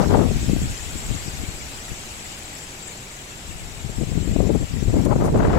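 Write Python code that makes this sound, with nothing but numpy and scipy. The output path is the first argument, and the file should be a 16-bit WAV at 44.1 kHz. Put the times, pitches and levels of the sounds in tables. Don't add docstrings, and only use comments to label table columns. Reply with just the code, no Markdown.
import sys
import numpy as np
from scipy import signal
from scipy.fft import rfft, irfft, next_fast_len
from scipy.io import wavfile
from scipy.ndimage import uniform_filter1d, minimum_filter1d, map_coordinates

SR = 44100
rng = np.random.default_rng(int(sys.argv[2]) if len(sys.argv) > 2 else 0)


def generate_wav(sig):
    pcm = np.round(np.clip(np.atleast_2d(sig).T, -1, 1) * 32767).astype(np.int16)
    wavfile.write(sys.argv[1], SR, pcm)


N = 246078


def from_db(db):
    return 10 ** (np.asarray(db) / 20)


def rms_one(x):
    return x / np.sqrt(np.mean(x ** 2) + 1e-20)


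def in_time(rows):
    times, *columns = np.transpose(rows)
    return [np.interp(np.arange(N) / SR, times, column) for column in columns]


def at_hz(points, hz):
    freqs, values = np.transpose(points)
    return np.interp(np.log(hz + 1e-9), np.log(freqs), values)


def drift(hz):
    hop, run_in = 40, 2000
    pole = np.exp(-2 * np.pi * hz * hop / SR)
    noise = rng.standard_normal(N // hop + run_in + 2)
    slow = signal.lfilter([1], [1, -2 * pole, pole * pole], noise)[run_in:]
    return np.interp(np.arange(N) / hop, np.arange(len(slow)), rms_one(slow))


def colour(x, spectrum):
    size = next_fast_len(N)
    gain = from_db(at_hz(spectrum, np.fft.rfftfreq(size, 1 / SR)))
    return rms_one(irfft(rfft(x, size) * gain, size)[..., :N])


def resonate(x, hz, width_hz):
    r = np.exp(-np.pi * width_hz / SR)
    feedback = [1, -(1 + r * r) * np.cos(2 * np.pi * hz / SR), r * r]
    return signal.lfilter(np.array([1, 0, -1]) * (1 - r * r) / 2, feedback, x)


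def mean_along(x, place, reach):
    samples, total = np.arange(N), np.cumsum(x)
    ahead, behind = (np.interp(place + d, place, samples) for d in (reach, -reach))
    return (np.interp(ahead, samples, total) - np.interp(behind, samples, total)) / (ahead - behind)


def from_all_round(pair):
    # (frequency [Hz], correlation [-1 to 1])
    likeness = [(30, 1), (350, 0.97), (700, 0.42), (1100, -0.41), (2000, -0.027), (3000, -0.092),
                (5200, -0.084), (6500, 0.33), (7800, 0.37), (9000, 0.96), (15000, 0.82)]
    size = next_fast_len(N)
    alike = np.clip(at_hz(likeness, np.fft.rfftfreq(size, 1 / SR)), -1, 1)
    mid, side = rfft(pair, size) * np.sqrt([1 + alike, 1 - alike])
    return irfft([mid + side, mid - side], size)[:, :N]


def leaves(rustle_db, touches_per_s, size_spread_db, patter_db, toss_db, toss_hz, bands):
    # (frequency [Hz], relative density [dB])
    spectrum = [(400, -12), (1200, 1.5), (1900, 2), (3300, 2), (5000, 2), (7000, 2.5), (8000, 3.5),
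                (8800, -4), (10500, -4.5), (13000, -10.5), (15500, -15.5)]
    rate = touches_per_s * from_db(rustle_db - rustle_db.mean())
    size_db = size_spread_db * np.minimum(rng.exponential(1, (2, N)), 4)
    sizes = from_db(size_db) * rng.choice([-1, 1], (2, N))
    touching = rng.random((2, N)) < rate / SR
    ticks = rms_one(sizes * touching) * from_db(patter_db) * np.sqrt(bands)
    tick_band = rng.integers(bands, size=(2, N))
    hiss = rng.standard_normal((2, 2, N))
    edges_hz = np.linspace(np.sqrt(500), np.sqrt(16500), bands + 1) ** 2
    rustle = 0
    for k in range(bands):
        bandpass = signal.butter(2, edges_hz[k:k + 2], "band", fs=SR, output="sos")
        band = signal.sosfilt(bandpass, hiss[k % 2] + ticks * (tick_band == k))
        rustle = rustle + band * from_db(toss_db * drift(toss_hz))
    return from_db(rustle_db) * colour(from_all_round(rustle), spectrum)


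def far_trees(rustle_db, level_db, follow):
    # (frequency [Hz], relative density [dB])
    spectrum = [(20, 2.5), (50, 0), (140, -1.5), (260, -6), (400, -6.5), (520, -10), (750, -8),
                (1100, -12.5), (1800, -16.5), (4000, -19), (9000, -42)]
    roar = colour(from_all_round(rng.standard_normal((2, N))), spectrum)
    return from_db(level_db + follow * (rustle_db - rustle_db.mean())) * roar


def through_ports(sound):
    # (frequency [Hz], width [Hz], boost [dB])
    cavity = [(2454, 920, 6), (7520, 615, 11.5)]
    left, right = sound
    for hz, width_hz, boost_db in cavity:
        left = left + (from_db(boost_db) - 1) * resonate(left, hz, width_hz)
    left = left - 0.46 * resonate(left, hz=9350, width_hz=3700)
    return np.array([left * from_db(-0.65), right])


def wind_force(attack_s, release_s):
    # (time [s], level [dB])
    windward = [(0, -8), (.04, -10), (.07, -12.5), (.24, -11), (.29, -16), (.42, -22), (.57, -20),
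                (.66, -22.5), (.76, -32.5), (1.5, -34.5), (1.71, -41.5), (3.34, -53), (3.49, -33.5),
                (3.81, -33.5), (3.96, -28), (4.33, -19.5), (4.47, -17.5), (4.56, -18.5), (4.68, -29),
                (4.74, -23.5), (4.83, -23), (4.88, -19), (5.03, -16), (5.14, -12.5), (5.19, -14),
                (5.27, -12), (5.31, -13.5), (5.39, -10.5), (5.58, -7)]
    # (time [s], level [dB])
    leeward = [(0, -26.5), (.71, -28), (.78, -39), (1.19, -37.5), (2.8, -57.5), (4.11, -39), (4.81, -38),
               (5.1, -28.5), (5.15, -22.5), (5.33, -18.5), (5.58, -17.5)]
    # (start [s], length [s], left rise [dB], right rise [dB])
    puffs = [(0.099, 0.098, 3, 6), (0.477, 0.047, 3, -0.5), (0.607, 0.053, 0.5, 6), (0.927, 0.036, 7.5, 0),
             (1.035, 0.04, 2.5, 8), (1.078, 0.074, 9, 3), (1.244, 0.039, 6.5, 0), (1.389, 0.054, 9, 3),
             (1.885, 0.0501, 14, 0), (3.838, 0.026, 8, 0), (3.974, 0.062, 8, 0), (4.086, 0.09, 3.5, 3),
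             (4.281, 0.044, 2, 12.5), (4.35, 0.115, 3.5, -0.5), (4.487, 0.071, 4.5, 8),
             (4.596, 0.0368, 3, 10), (4.862, .036, 3, 11), (4.92, 0.073, 2.5, 11), (5.053, 0.079, 4.5, 0),
             (5.198, 0.09, 4, 1), (5.327, 0.0406, 1, 4), (5.387, 0.069, 2.5, 1), (5.469, 0.019, 0, 4)]
    t = np.arange(N) / SR
    force_db = np.array(in_time(windward) + in_time(leeward))
    for start, length, left_db, right_db in puffs:
        arrive = np.clip((t - start) / attack_s, 0, 1)
        let_go = np.clip(1 - (t - start - length) / release_s, 0, 1)
        force_db = force_db + np.outer([left_db, right_db], arrive * let_go)
    return force_db


def buffet(level_db, rise_db, jump_db, flutter_db, flutter_hz, push, even_eddies, spike, vent_hz):
    # (frequency [Hz], relative density [dB])
    eddies = [(15, 3), (50, 5.5), (150, 1), (280, -3), (450, -10), (700, -19.5), (1100, -35.5),
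              (1800, -47.5), (3000, -95)]
    pattern_hz, calm_hz, force_hz = 200, 43.74, 831.1
    eddy_hz = calm_hz + force_hz * from_db(level_db) ** 1.02
    surge_db = flutter_db * 2 * np.tanh(drift(flutter_hz) / 2)
    travelled = np.cumsum(from_db(jump_db + surge_db) * eddy_hz / pattern_hz)
    pattern = colour(rng.standard_normal(N), eddies)
    pressure = map_coordinates(pattern, [travelled], order=3, mode="wrap")
    pressure = signal.sosfilt(signal.butter(1, vent_hz, "high", fs=SR, output="sos"), pressure)
    reach = even_eddies * SR / pattern_hz / 2
    power = mean_along(mean_along(pressure ** 2, travelled, reach), travelled, reach)
    pressure = pressure / np.sqrt(np.abs(power) + 1e-9)
    pressure = pressure + spike * (pressure ** 2 - 1)
    return from_db(level_db + rise_db + push * surge_db) * pressure


def rim_rasp(level_db, grit_db, grit_hz):
    # (frequency [Hz], relative density [dB])
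    spectrum = [(150, -28), (400, 0.5), (750, 4.5), (1300, -2.5), (2000, -9.5), (2800, -19), (4000, -27),
                (7000, -42), (12000, -70)]
    bursts = rng.standard_normal(N) * from_db(grit_db * np.tanh(drift(grit_hz)))
    return from_db(level_db) * colour(bursts, spectrum)


def leaf_flicks():
    # (time [s], half length [s], left level [dB], right level [dB], centre [Hz], width [Hz])
    flicks = [(0.026, 0.02, -54, -37, 4800, 2500), (0.85, 0.0039, -42, -42, 7020, 5000),
              (2.88, 0.0055, -30.5, -44, 7680, 707), (2.885, 0.03, -36.5, -49, 7200, 1560),
              (5.053, 0.0059, -34, -37, 7900, 8100), (5.258, 0.032, -38.5, -37.5, 7600, 7938)]
    t, out = np.arange(N) / SR, np.zeros((2, N))
    for time, half_s, left_db, right_db, hz, width_hz in flicks:
        noise = rng.standard_normal((2, N))
        friction = rms_one(resonate(resonate(noise, hz, width_hz), hz, width_hz))
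        swell = np.exp(-2 * ((t - time) / half_s) ** 2)
        out += from_db([[left_db], [right_db]]) * friction * swell
    return out


def eddy_slaps():
    # (time [s], half length [s], pressure rise [dB], air speed jump [dB])
    slaps = [(0.042, 0.015, -0.5, 4), (0.081, 0.009, 4.5, -2.5), (0.117, 0.0067, -3, 3),
             (0.154, 0.015, 2.5, 2), (0.189, 0.0045, 4.5, 0.5), (0.218, 0.0055, 4.5, 4),
             (0.234, 0.0083, 0.5, 5), (0.263, 0.0072, 2.5, 2.5), (0.314, 0.01, 4, 4.5),
             (.362, 0.0099, 7, -0.5), (0.5, 0.01, 5, 4.5), (0.536, 0.0072, 11, -1), (0.566, 0.0041, 4, 5.5),
             (0.891, 0.009, 8, 0.5), (0.956, 0.01, 3, 0.5), (1.11, 0.01993, 6.5, 2.5),
             (1.153, 0.014, 4, 2.5), (1.34, 0.0095, 6.5, 0), (1.432, 0.013, 1.5, 0), (1.489, 0.013, 8, -1),
             (3.896, 0.0093, 8, 10), (3.984, 0.0081, 5, 1.5), (4.019, 0.0099, 3.5, 1),
             (4.129, 0.0083, -1, 3), (4.17, 0.011, 6, 1), (4.22, .014, 4.5, 0), (4.285, 0.012, 2, 1),
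             (4.362, 0.0058, 5.5, 3.5), (4.405, 0.00591, 5, 1.5), (4.451, 0.0057, 1.5, 2),
             (4.505, .012, 5, .5), (4.549, 0.013, 2, 2), (4.63, 0.011, 3.5, 3), (4.774, 0.0082, 9, 3),
             (4.826, 0.00817, 8, 3.5), (4.878, 0.016, 5.5, -1.5), (4.943, 0.0048, 7, 1),
             (5.065, 0.0041, 3, 1.5), (5.082, 0.0039, 10, -0.5), (5.089, 0.0018, 4, 0),
             (5.113, 0.0051, 6, 2), (5.161, 0.0066, 6.5, 1.5), (5.23, 0.0096, 3.5, 3),
             (5.254, 0.0023, 4, 0.5), (5.282, .007, 1.5, 4), (5.336, .007, 2, -0.5), (5.36, 0.003, 5, 4.5),
             (5.404, 0.0081, 4, 2), (5.454, 0.0048, 1, 2.5), (5.505, .014, 1, 1.5), (5.543, 0.0039, 1.5, 2)]
    t = np.arange(N) / SR
    return sum(np.outer([rise_db, jump_db], np.exp(-((t - time) / half_s) ** 2))
               for time, half_s, rise_db, jump_db in slaps)


def scene():
    # (time [s], rustle level [dB], lean to the left [dB])
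    crowns = [(0, -39, -2), (.28, -38, -0.5), (.45, -37, 1.2), (.85, -38, 1.8), (1.15, -37.4, 1),
              (1.5, -39, 0.96), (2.3, -40, 1.1), (3.2, -42, 0.95), (4.7, -42.5, 2.5), (5.1, -43, 1.5),
              (5.58, -42, -0.3)]
    # (time [s], extra air speed [dB], rasp gain [dB])
    grazing = [(0, -1, -3.5), (.25, -0.7, -10.5), (.7, -0.52, -17), (1.05, 1, -18), (3.9, 0, -18),
               (4.45, .4, -19), (4.9, 0, -9), (5.1, -0.52, -5.5), (5.34, -0.04, -5.5), (5.41, -0.8, -1),
               (5.51, -0.86, 4), (5.58, -1, -2)]
    rustle_db, lean_db = in_time(crowns)
    near = leaves(rustle_db, touches_per_s=700, size_spread_db=2.0, patter_db=-13,
                  toss_db=3.0, toss_hz=23, bands=56)
    far = far_trees(rustle_db, level_db=-39.5, follow=0.47)
    trees = through_ports(near * from_db([lean_db, -lean_db]) + far)
    left_db, right_db = wind_force(attack_s=0.012, release_s=0.018)
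    rise_db, jump_db = eddy_slaps()
    sweep_db, rasp_db = in_time(grazing)
    left = buffet(left_db, rise_db, jump_db + sweep_db, flutter_db=1.28, flutter_hz=69.67,
                  push=1.76, even_eddies=8.4, spike=0.086, vent_hz=44.6)
    rasp_power = 2.07
    rasp = rim_rasp(rasp_power * left_db + jump_db + rasp_db, grit_db=6.5, grit_hz=179)
    right = buffet(right_db, rise_db=0, jump_db=0, flutter_db=1.5, flutter_hz=34.6,
                   push=0.98, even_eddies=2.9, spike=0.023, vent_hz=30.2)
    return trees + leaf_flicks() + np.array([left + rasp, right])


def limiter(x, ceiling_db, release_db_per_s, attack_s):
    over_db = np.maximum(20 * np.log10(np.abs(x) + 1e-9) - ceiling_db, 0)
    ramp = release_db_per_s * np.arange(N) / SR
    held_db = np.maximum.accumulate(over_db + ramp, axis=1) - ramp
    span = int(attack_s * SR) + 1
    return x * from_db(uniform_filter1d(minimum_filter1d(-held_db, span), span))


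def record(dry):
    low_cut_hz, high_cut_hz = 16, 15750
    x = signal.sosfilt(signal.butter(1, low_cut_hz, "high", fs=SR, output="sos"), dry)
    x = limiter(x, ceiling_db=-2.85, release_db_per_s=42, attack_s=0.0058)
    return signal.sosfilt(signal.ellip(12, .1, 90, high_cut_hz, fs=SR, output="sos"), x)


dry = scene()
out = record(dry)
generate_wav(out)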